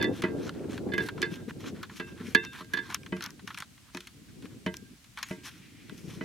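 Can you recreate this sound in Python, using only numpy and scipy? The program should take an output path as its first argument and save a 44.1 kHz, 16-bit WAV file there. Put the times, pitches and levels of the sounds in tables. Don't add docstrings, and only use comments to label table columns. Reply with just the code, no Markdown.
import sys
import numpy as np
from scipy import signal
from scipy.fft import rfft, irfft
from scipy.io import wavfile
from scipy.ndimage import uniform_filter1d

SR = 44100
rng = np.random.default_rng(int(sys.argv[2]) if len(sys.argv) > 2 else 0)


def voltage_ratio(decibels):
    exponent = np.asarray(decibels, float) / 20
    return 10 ** exponent


def materialize(psi):
    bounded = np.clip(np.atleast_2d(psi).T, -1, 1)
    quanta = np.round(bounded * 32767).astype(np.int16)
    wavfile.write(sys.argv[1], SR, quanta)


N = 275184
TIME = np.arange(N) / SR

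# start in seconds, sharp blow on the cap in dB,
# dull blow on the barrel in dB, lift of the long-ringing modes in a loose grip in dB.
KNOCKS = [(0.0, -40, -44, 11), (0.013, -29, -46, -21), (0.0255, -24, -43, -14), (0.0422, -27, -35.5, -7),
          (0.2377, -36, -22, -2), (0.9197, -36.5, -44, -13), (0.9362, -28.5, -32, -3.5),
          (0.98, -27.5, -36.5, -15), (1.005, -33.5, -69, -3.5), (1.2268, -24, -61, -4.5),
          (1.255, -37.5, -58, 0), (1.997, -39, -37.5, 5), (2.3488, -17.5, -40.5, -1.5),
          (2.607, -67, -43, -10), (2.736, -28, -48.5, -8), (2.771, -30.5, -59, -7),
          (2.7885, -33.5, -61, -3), (3.1234, -46, -28, -4), (3.947, -71, -37, -7),
          (4.6624, -46, -25.5, -3.5), (5.3095, -60, -33, -2.5), (5.8965, -60, -49, -7),
          (6.2106, -54, -31.5, 0)]
# frequency in Hz, response to a cap blow in dB, response to a barrel
# blow in dB, 60 dB decay time in seconds, left minus right in dB, phase lead of the left in radians.
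GUN_MODES = [(85, -31, -16.5, 0.18, 2, -1.4), (186, -15, 0, 0.16, 0, 0.16), (266.7, -8, -1.5, 0.075, 0, 0),
             (352.2, -9.5, -3.5, 0.23, -1, 0.15), (441.6, -11.5, -10.5, 0.22, -2, 0.5),
             (624.3, -45, -9, 0.15, 0.5, 0.16), (928.6, -20.5, -13.5, 0.16, 1.5, 0.5),
             (1142, -32, -28.5, 0.19, 23, 3.5), (1600, -12.5, -15.5, 0.6, -6, 1.3),
             (1643.4, 3, -34, 0.098, -8, 0.82), (1720, -5.5, -24, 0.15, -13, -0.7),
             (1977, -14, -7, 0.13, -11.5, 0.4), (2070, -11.5, -14, 0.23, -4, 1.2),
             (2295, -9.5, -10, 0.041, 5, 0.7), (2545, -20.5, -12, 0.13, 13.5, 0.7),
             (2673, -16, -27, 0.41, 5.5, 0.6), (3020, -17, -5.5, 0.093, -3, 0.5),
             (3430, -46, -38, .14, 0, 5.5), (3530, -2.5, -38, .11, 0, 0.3),
             (3620, -21.5, -40, 0.69, 3, 0.75), (3768, -38, -25, 0.098, -6, 10),
             (4140, -13.5, -26, 0.06, 6, -0.7), (4440, -5, -40, 0.057, -1, 1),
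             (5120, -11, -24, 0.05, 3, -1.4), (5800, -29, -44, 0.22, -1, .3)]
# time in seconds, level in dB.
GUSTS = [(0.0, -27.5), (0.1, -19.5), (0.16, -37), (0.32, -31), (0.75, -33.5), (0.9, -31.5), (1.1, -39),
         (1.22, -35.5), (1.54, -45.5), (1.64, -35), (1.95, -55), (2.25, -45), (2.7, -62.5), (3.1, -49.5),
         (3.45, -59.5), (3.75, -80), (4.1, -90), (4.17, -59.5), (4.28, -66), (4.42, -49), (4.93, -63.5),
         (4.98, -95), (5.45, -59.5), (5.7, -68), (5.92, -53), (6.0, -53.5), (6.1, -45), (6.17, -49.5),
         (6.24, -32)]
# frequency in Hz, relative density in dB per Hz.
WIND_SPECTRUM = [(18, -59), (30, -26), (92, 0.5), (294, 1.5), (469, -9), (617, -19.5), (785, -23.5),
                 (1250, -37.5), (1400, -33.5), (1820, -63), (3080, -120)]
# frequency in Hz, relative density in dB per Hz.
HISS_SPECTRUM = [(20, -45), (55, 3), (85, -4.5), (170, -2.5), (330, -25), (600, -18.5), (850, -20.5),
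                 (1300, -18), (2500, -15.5), (7000, -19.5), (12000, -25), (17000, -32.5)]
# start in seconds, level in dB,
# brightness in dB gained per band from body to middle to tick, 60 dB decay time of body and middle in seconds.
CLICKS = [(0.0254, -32.5, 1.5, .056), (0.042, -40, 0, .039), (0.22, -29, -2.5, 0.05),
          (0.238, -39.5, -10, 0.18), (0.4922, -33.5, -6, 0.032), (0.73, -45, -4, .036),
          (0.7773, -38, -7, 0.027), (0.937, -37.5, -1, 0.063), (0.979, -34, -2.5, 0.062),
          (1.0858, -33.5, -5, 0.052), (1.1768, -48.5, -15, 0.038), (1.2172, -28.5, 3.5, 0.035),
          (1.2276, -35, -2, .043), (1.6405, -51.5, -15, .024), (1.829, -36.5, -4.5, 0.083),
          (1.8955, -48.5, -12, 0.06), (1.998, -37, -9, 0.078), (2.3475, -19.5, -0.5, 0.045),
          (2.449, -34.5, 2.5, 0.017), (2.5323, -46, -1, 0.027), (2.605, -50.5, -12, 0.075),
          (2.6451, -44.5, 1.5, 0.016), (2.735, -33.5, -0.5, 0.059), (2.7727, -38.5, -4, .059),
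          (2.79, -46.5, -1, 0.034), (2.901, -44, -10, 0.033), (2.9253, -37, -7, 0.015),
          (2.9443, -23, 6.5, 0.026), (3.032, -46.5, -3, .027), (3.0611, -41, -5.5, 0.039),
          (3.1244, -45, -19.5, 0.037), (3.1655, -44, -3, 0.045), (3.207, -34, -6, 0.021),
          (3.223, -37.5, 2, 0.036), (3.2391, -38, 15, 0.014), (3.2612, -37, 11, 0.011),
          (3.3046, -51, 14, 0.018), (3.3931, -48.5, -10, 0.042), (3.474, -37.5, -4, 0.058),
          (3.5035, -45, -12, 0.053), (3.5444, -36.5, -2, 0.029), (3.5735, -39.5, -3, 0.095),
          (3.585, -50, 17, .022), (3.6022, -36.5, 3, 0.039), (3.6217, -32.5, -7.5, 0.02),
          (3.778, -55, -7, 0.048), (3.9471, -35, -1, 0.022), (3.9705, -32, 0, 0.025),
          (4.0046, -42, 5, 0.035), (4.0707, -41.5, 2, 0.043), (4.4225, -48.5, -2, 0.034),
          (4.454, -47, -5, .027), (4.6622, -33.5, -7, 0.069), (4.74, -35, 0, 0.024),
          (4.7678, -44.5, 13.5, 0.024), (5.042, -51, 0, 0.042), (5.1732, -37.5, -7.5, 0.078),
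          (5.186, -42, 3, .035), (5.2279, -29, 3, 0.046), (5.3104, -47, -9, 0.032), (5.49, -47, -2, 0.0085),
          (5.8951, -39.5, -4.5, 0.017), (6.208, -53.5, -19.5, .046)]
# start in seconds, length in seconds, level in dB,
# brightness in dB gained per band, swell from start to end in dB.
STROKES = [(0.115, .1, -53.5, -2, 14), (0.349, 0.15, -56.5, -3, 17), (0.506, 0.23, -70, -9, -5),
           (0.688, 0.12, -54.5, -2, 1), (0.873, 0.042, -64, -12, 5), (0.99, .1, -54, -1.5, 3),
           (1.165, 0.12, -57, -7.5, 2), (1.29, 0.088, -54, -2, 11), (1.365, 0.06, -63, -6.5, 0),
           (1.472, 0.049, -53.5, -6.5, 8), (1.587, .13, -55, -2.5, 7), (1.734, 0.11, -64, -7.5, 7),
           (1.9, 0.1, -57.5, 0.5, 16), (2.054, 0.081, -63, -4, 5), (2.147, 0.095, -59, -6.5, 7),
           (2.225, 0.12, -58, -1, 6), (2.42, .06, -54.5, -7, -3), (2.515, 0.12, -55.5, -4, -1),
           (2.683, 0.097, -62, -7, 9), (2.807, .081, -57.5, -6, 11), (2.879, 0.098, -50, -4.5, -3),
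           (3.156, 0.065, -60, -6, -5), (3.202, 0.078, -50, -7.5, 11), (3.273, 0.06, -64.5, -9.5, -16),
           (3.461, 0.12, -63, 0, -6), (3.554, .098, -59, -3, 2), (3.817, 0.092, -74.5, -11, 10),
           (3.924, 0.2, -66, -1, -14), (4.274, 0.042, -67, -6, 2), (4.422, 0.064, -65, -4, -3),
           (4.489, 0.064, -68.5, -9, 0), (4.738, .051, -64, 2, -14), (5.153, 0.099, -57.5, -2.5, -2),
           (5.249, .13, -58, 0, -7), (5.43, 0.071, -49, 0, 0), (5.488, 0.13, -64.5, -1, -8),
           (5.92, .25, -66.5, 4, -6), (6.074, 0.058, -54.5, 0, 9), (6.12, 0.16, -63.5, 1, 7)]
# resonance in Hz, width in Hz, level in dB.
HOLLOWS = [
    [(1071, 386, 0), (1374, 274, 0), (1670, 736, 0)],
    [(2310, 980, 2.5), (3325, 960, 1), (4215, 980, -0.5)],
    [(5530, 1730, 4), (6930, 2050, -3.5), (8520, 3440, -5.5), (12100, 5500, -8.5)],
]
HAND_PAN_DB = [0, 0.9, 3]
HAND_APART = [0.15, 0.12, 0.39]
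# peak time in seconds, peak level in dB,
# frequency in Hz, left minus right in dB.
THUMPS = [(0.096, -23, 266, 6), (.365, -34.5, 318, 6), (0.561, -32, 286, -7), (0.914, -34, 250, 5),
          (1.327, -29, 172, 3), (1.484, -29.5, 252, 7), (1.736, -33, 187, 3), (2.211, -31.5, 242, -3),
          (2.287, -34, 230, 8), (3.446, -41.5, 205, 12), (4.448, -39, 234, 12), (4.828, -45, 218, 12),
          (4.935, -48.5, 200, -8), (5.927, -39, 221, 14), (6.051, -39, 173, 6), (6.084, -34, 168, 9),
          (6.178, -38.5, 165, 11)]
# time in seconds, level in dB.
SWISH = [(5.2, -78), (5.35, -64), (5.55, -63), (5.75, -60.5), (5.9, -59.5), (6.05, -64), (6.24, -59)]


def colour(x, points):
    hz, db = np.transpose(points)
    bins = np.maximum(np.arange(N // 2 + 1) * SR / N, 1)
    gain = voltage_ratio(np.interp(np.log(bins), np.log(hz), db))
    y = irfft(rfft(x) * gain, N)
    return y / y.std()


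def walk(rate):
    k = max(int(SR / rate), 2)
    held = np.repeat(rng.standard_normal(N // k + 1), k)
    return 1.06 * uniform_filter1d(uniform_filter1d(held, k), k)[:N]


def pan(db):
    return voltage_ratio(np.array([[0.5], [-0.5]]) * db)


def two_ports(mid, side, apart):
    return mid + apart * side * np.array([[1], [-1]])


def hollow(x, modes, gains):
    out, power = 0, 0
    for k, (hz, width, db) in enumerate(modes):
        b, a = signal.iirpeak(hz, hz / width, fs=SR)
        resonance = signal.lfilter(b, a, signal.lfilter(b, a, x))
        out = out + (-1) ** k * voltage_ratio(db) * gains[k] * resonance
        power += voltage_ratio(2 * db) * np.pi / 2 * width / SR
    return out / np.sqrt(power)


def gun():
    cap_top_hz, barrel_top_hz = 4900, 2600
    scatter_db, long_ring_s = 2, 0.35
    chatter_db, chatter_rad = 3, 0.51
    out = np.zeros((2, N))
    s, cap_blow_db, barrel_blow_db, loose_db = np.transpose(KNOCKS)
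    at = (s * SR).astype(int)
    push = np.hanning(7)
    push /= push.sum()
    chatter = [walk(rate) for rate in (45.09, 60.5, 80.3, 109.5)]
    scatter = scatter_db * rng.standard_normal((len(KNOCKS), len(GUN_MODES)))
    for k, (hz, cap_db, barrel_db, t60, pan_db, lead) in enumerate(GUN_MODES):
        size = voltage_ratio(scatter[:, k] + loose_db * (t60 > long_ring_s))
        sharp = voltage_ratio(cap_db + cap_blow_db) * size / (1 + (hz / cap_top_hz) ** 2)
        dull = voltage_ratio(barrel_db + barrel_blow_db) * size / (1 + (hz / barrel_top_hz) ** 2)
        force = np.zeros(N)
        force[at] = sharp + dull
        force = np.convolve(force, push)[:N]
        pole = np.exp(2j * np.pi * hz / SR - np.log(1000) / (t60 * SR))
        ring = (-1) ** k * signal.lfilter([1], [1, -pole], force + 1e-18)
        ring *= voltage_ratio(chatter_db * chatter[k % len(chatter)])
        ring *= np.exp(1j * chatter_rad * chatter[(k + 1) % len(chatter)])
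        phase = np.exp(1j * np.array([[0.5], [-0.5]]) * lead)
        out += pan(pan_db) * np.imag(ring * phase)
    return out


def wind(own_db=3.0, apart=0.58, alike_hz=91.6, calm_db=-46.0, split_hz=327.0, bass_follows=0.38):
    gust = np.interp(TIME, *np.transpose(GUSTS))
    gust = gust + 2 * walk(20) + walk(35)
    mid, side = (colour(voltage_ratio(own_db * walk(90)) * rng.standard_normal(N), WIND_SPECTRUM) for _ in range(2))
    side = signal.lfilter(*signal.butter(1, alike_hz, "high", fs=SR), side)
    port_level = voltage_ratio(np.array([walk(15), walk(31)]) / 2)
    air = port_level * two_ports(mid, side, apart)
    bass = signal.filtfilt(*signal.butter(2, split_hz, fs=SR), air)
    bass_level = calm_db + bass_follows * (gust - calm_db)
    return voltage_ratio(gust) * (air - bass) + voltage_ratio(bass_level) * bass


def hiss(level_db=-60.5, apart=0.78, alike_hz=153.0):
    mid, side = (colour(rng.standard_normal(N), HISS_SPECTRUM) for _ in range(2))
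    side = signal.lfilter(*signal.butter(1, alike_hz, "high", fs=SR), side)
    return voltage_ratio(level_db) * two_ports(mid, side, apart)


def insect(start_hz=8240, end_hz=8500, fast=85.0, slow=46.0, uneven_db=2.0, waver_hz=30.0, pan_db=5.0):
    first_end_s, every_s, phrase_s = 0.80, 0.7875, 0.43
    u = 1 - ((first_end_s - TIME) % every_s) / phrase_s
    done = np.clip(u, 0, 1)
    climb = 1 / (1 + np.exp(-(done - 0.7) / 0.09))
    hz = start_hz + (end_hz - start_hz) * climb + waver_hz * walk(150)
    tone = np.sin(2 * np.pi * np.cumsum(hz) / SR)
    pulses_per_s = fast + (slow - fast) * np.clip(3 * done - 1.4, 0, 1)
    beat = np.sin(np.pi * np.cumsum(pulses_per_s) / SR) ** 2
    swell = voltage_ratio(-73 + 6 * done)
    uneven = voltage_ratio(uneven_db * (walk(60) + walk(1.3)))
    return (u > 0) * swell * tone * beat * uneven * pan(pan_db)


def cap():
    grit_db, flicker_db, patchy_db, edge_s = 2.0, 2.5, 2.5, 0.021
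    slip_rate, slip_size, slip_s = 70.0, 0.71, 0.001
    rise_s, crack_s, tail_db, tick_share = 0.00043, 0.00047, -5, 0.55
    rub_middle_db, click_middle_db = 1.5, 1
    out = np.zeros((2, N))
    stick = flicker_db * walk(70)
    slips = (rng.random(N) < slip_rate / SR) * rng.exponential(size=N)
    slips = 1 + slip_size * signal.lfilter([1], [1, -np.exp(-1 / (slip_s * SR))], slips)
    for band, modes in enumerate(HOLLOWS):
        drive = np.zeros(N)
        for s, length, db, bright_db, swell_db in STROKES:
            start = int(s * SR)
            t = np.arange(min(int(length * SR), N - start)) / SR
            edges = np.clip(np.minimum(t, length - t) / edge_s, 0, 1)
            level = db + bright_db * (band - 1) + rub_middle_db * (band == 1)
            drive[start:start + len(t)] += edges * voltage_ratio(level + swell_db * (t / length - 0.5))
        grit = np.repeat(rng.exponential(size=N // 8 + 1), 8)[:N] - 2.5
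        drive *= slips * voltage_ratio(stick + grit_db * grit)
        for s, db, bright_db, t60 in CLICKS:
            start = int(s * SR)
            t = np.arange(min(4000, N - start)) / SR
            t60 = t60 * (tick_share if band == 2 else 1)
            shape = np.exp(-t / crack_s) + voltage_ratio(tail_db - 60 * t / t60)
            shape *= (1 - np.exp(-t / rise_s)) ** 2
            level = db + bright_db * (band - 1) + click_middle_db * (band == 1)
            drive[start:start + len(t)] += voltage_ratio(level) * shape
        patches = [voltage_ratio(patchy_db * walk(28)) for _ in modes]
        mid, side = (hollow(drive * rng.standard_normal(N), modes, patches) for _ in range(2))
        out += pan(HAND_PAN_DB[band]) * two_ports(mid, side, HAND_APART[band])
    return out


def thumps(overtone=1.865, overtone_db=-7, wobble_rad=0.86, fade_cycles=1.17):
    out = np.zeros((2, N))
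    drift = wobble_rad * walk(80)
    for s, db, hz, pan_db in THUMPS:
        near = slice(int((s - 0.05) * SR), int((s + 0.05) * SR))
        cycles = hz * (TIME[near] - s)
        turn = 2 * np.pi * cycles + drift[near]
        shape = np.exp(-(cycles / fade_cycles) ** 2)
        wave = np.cos(turn) + voltage_ratio(overtone_db) * np.cos(overtone * turn)
        out[:, near] += voltage_ratio(db) * pan(pan_db) * shape * wave
    return out


def cloth(hz=2250.0, width=2300.0, apart=0.26, strap_hz=2480.0, strap_width=280.0, strap_db=7.0):
    drive = voltage_ratio(np.interp(TIME, *np.transpose(SWISH), left=-120) + 2.5 * walk(30))
    modes = [(hz, width, 0), (strap_hz, strap_width, strap_db)]
    mid, side = (hollow(drive * rng.standard_normal(N), modes, [1, 1]) for _ in range(2))
    return two_ports(mid, side, apart)


def swivel(start=5.229, hz=6700.0, db=-44, t60=0.15):
    t = np.maximum(TIME - start, 0)
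    return voltage_ratio(db - 60 * t / t60) * np.sin(2 * np.pi * hz * t)


def scene():
    return gun() + wind() + hiss() + insect() + cap() + thumps() + cloth() + swivel()


def band_limit(x):
    return signal.sosfilt(signal.butter(12, 16660, fs=SR, output="sos"), x)


def record(dry):
    low_pass = signal.ellip(8, 0.2, 70, 16500, fs=SR, output="sos")
    mix = signal.sosfilt(low_pass, dry)
    return band_limit(mix)


dry = scene()
out = record(dry)
materialize(out)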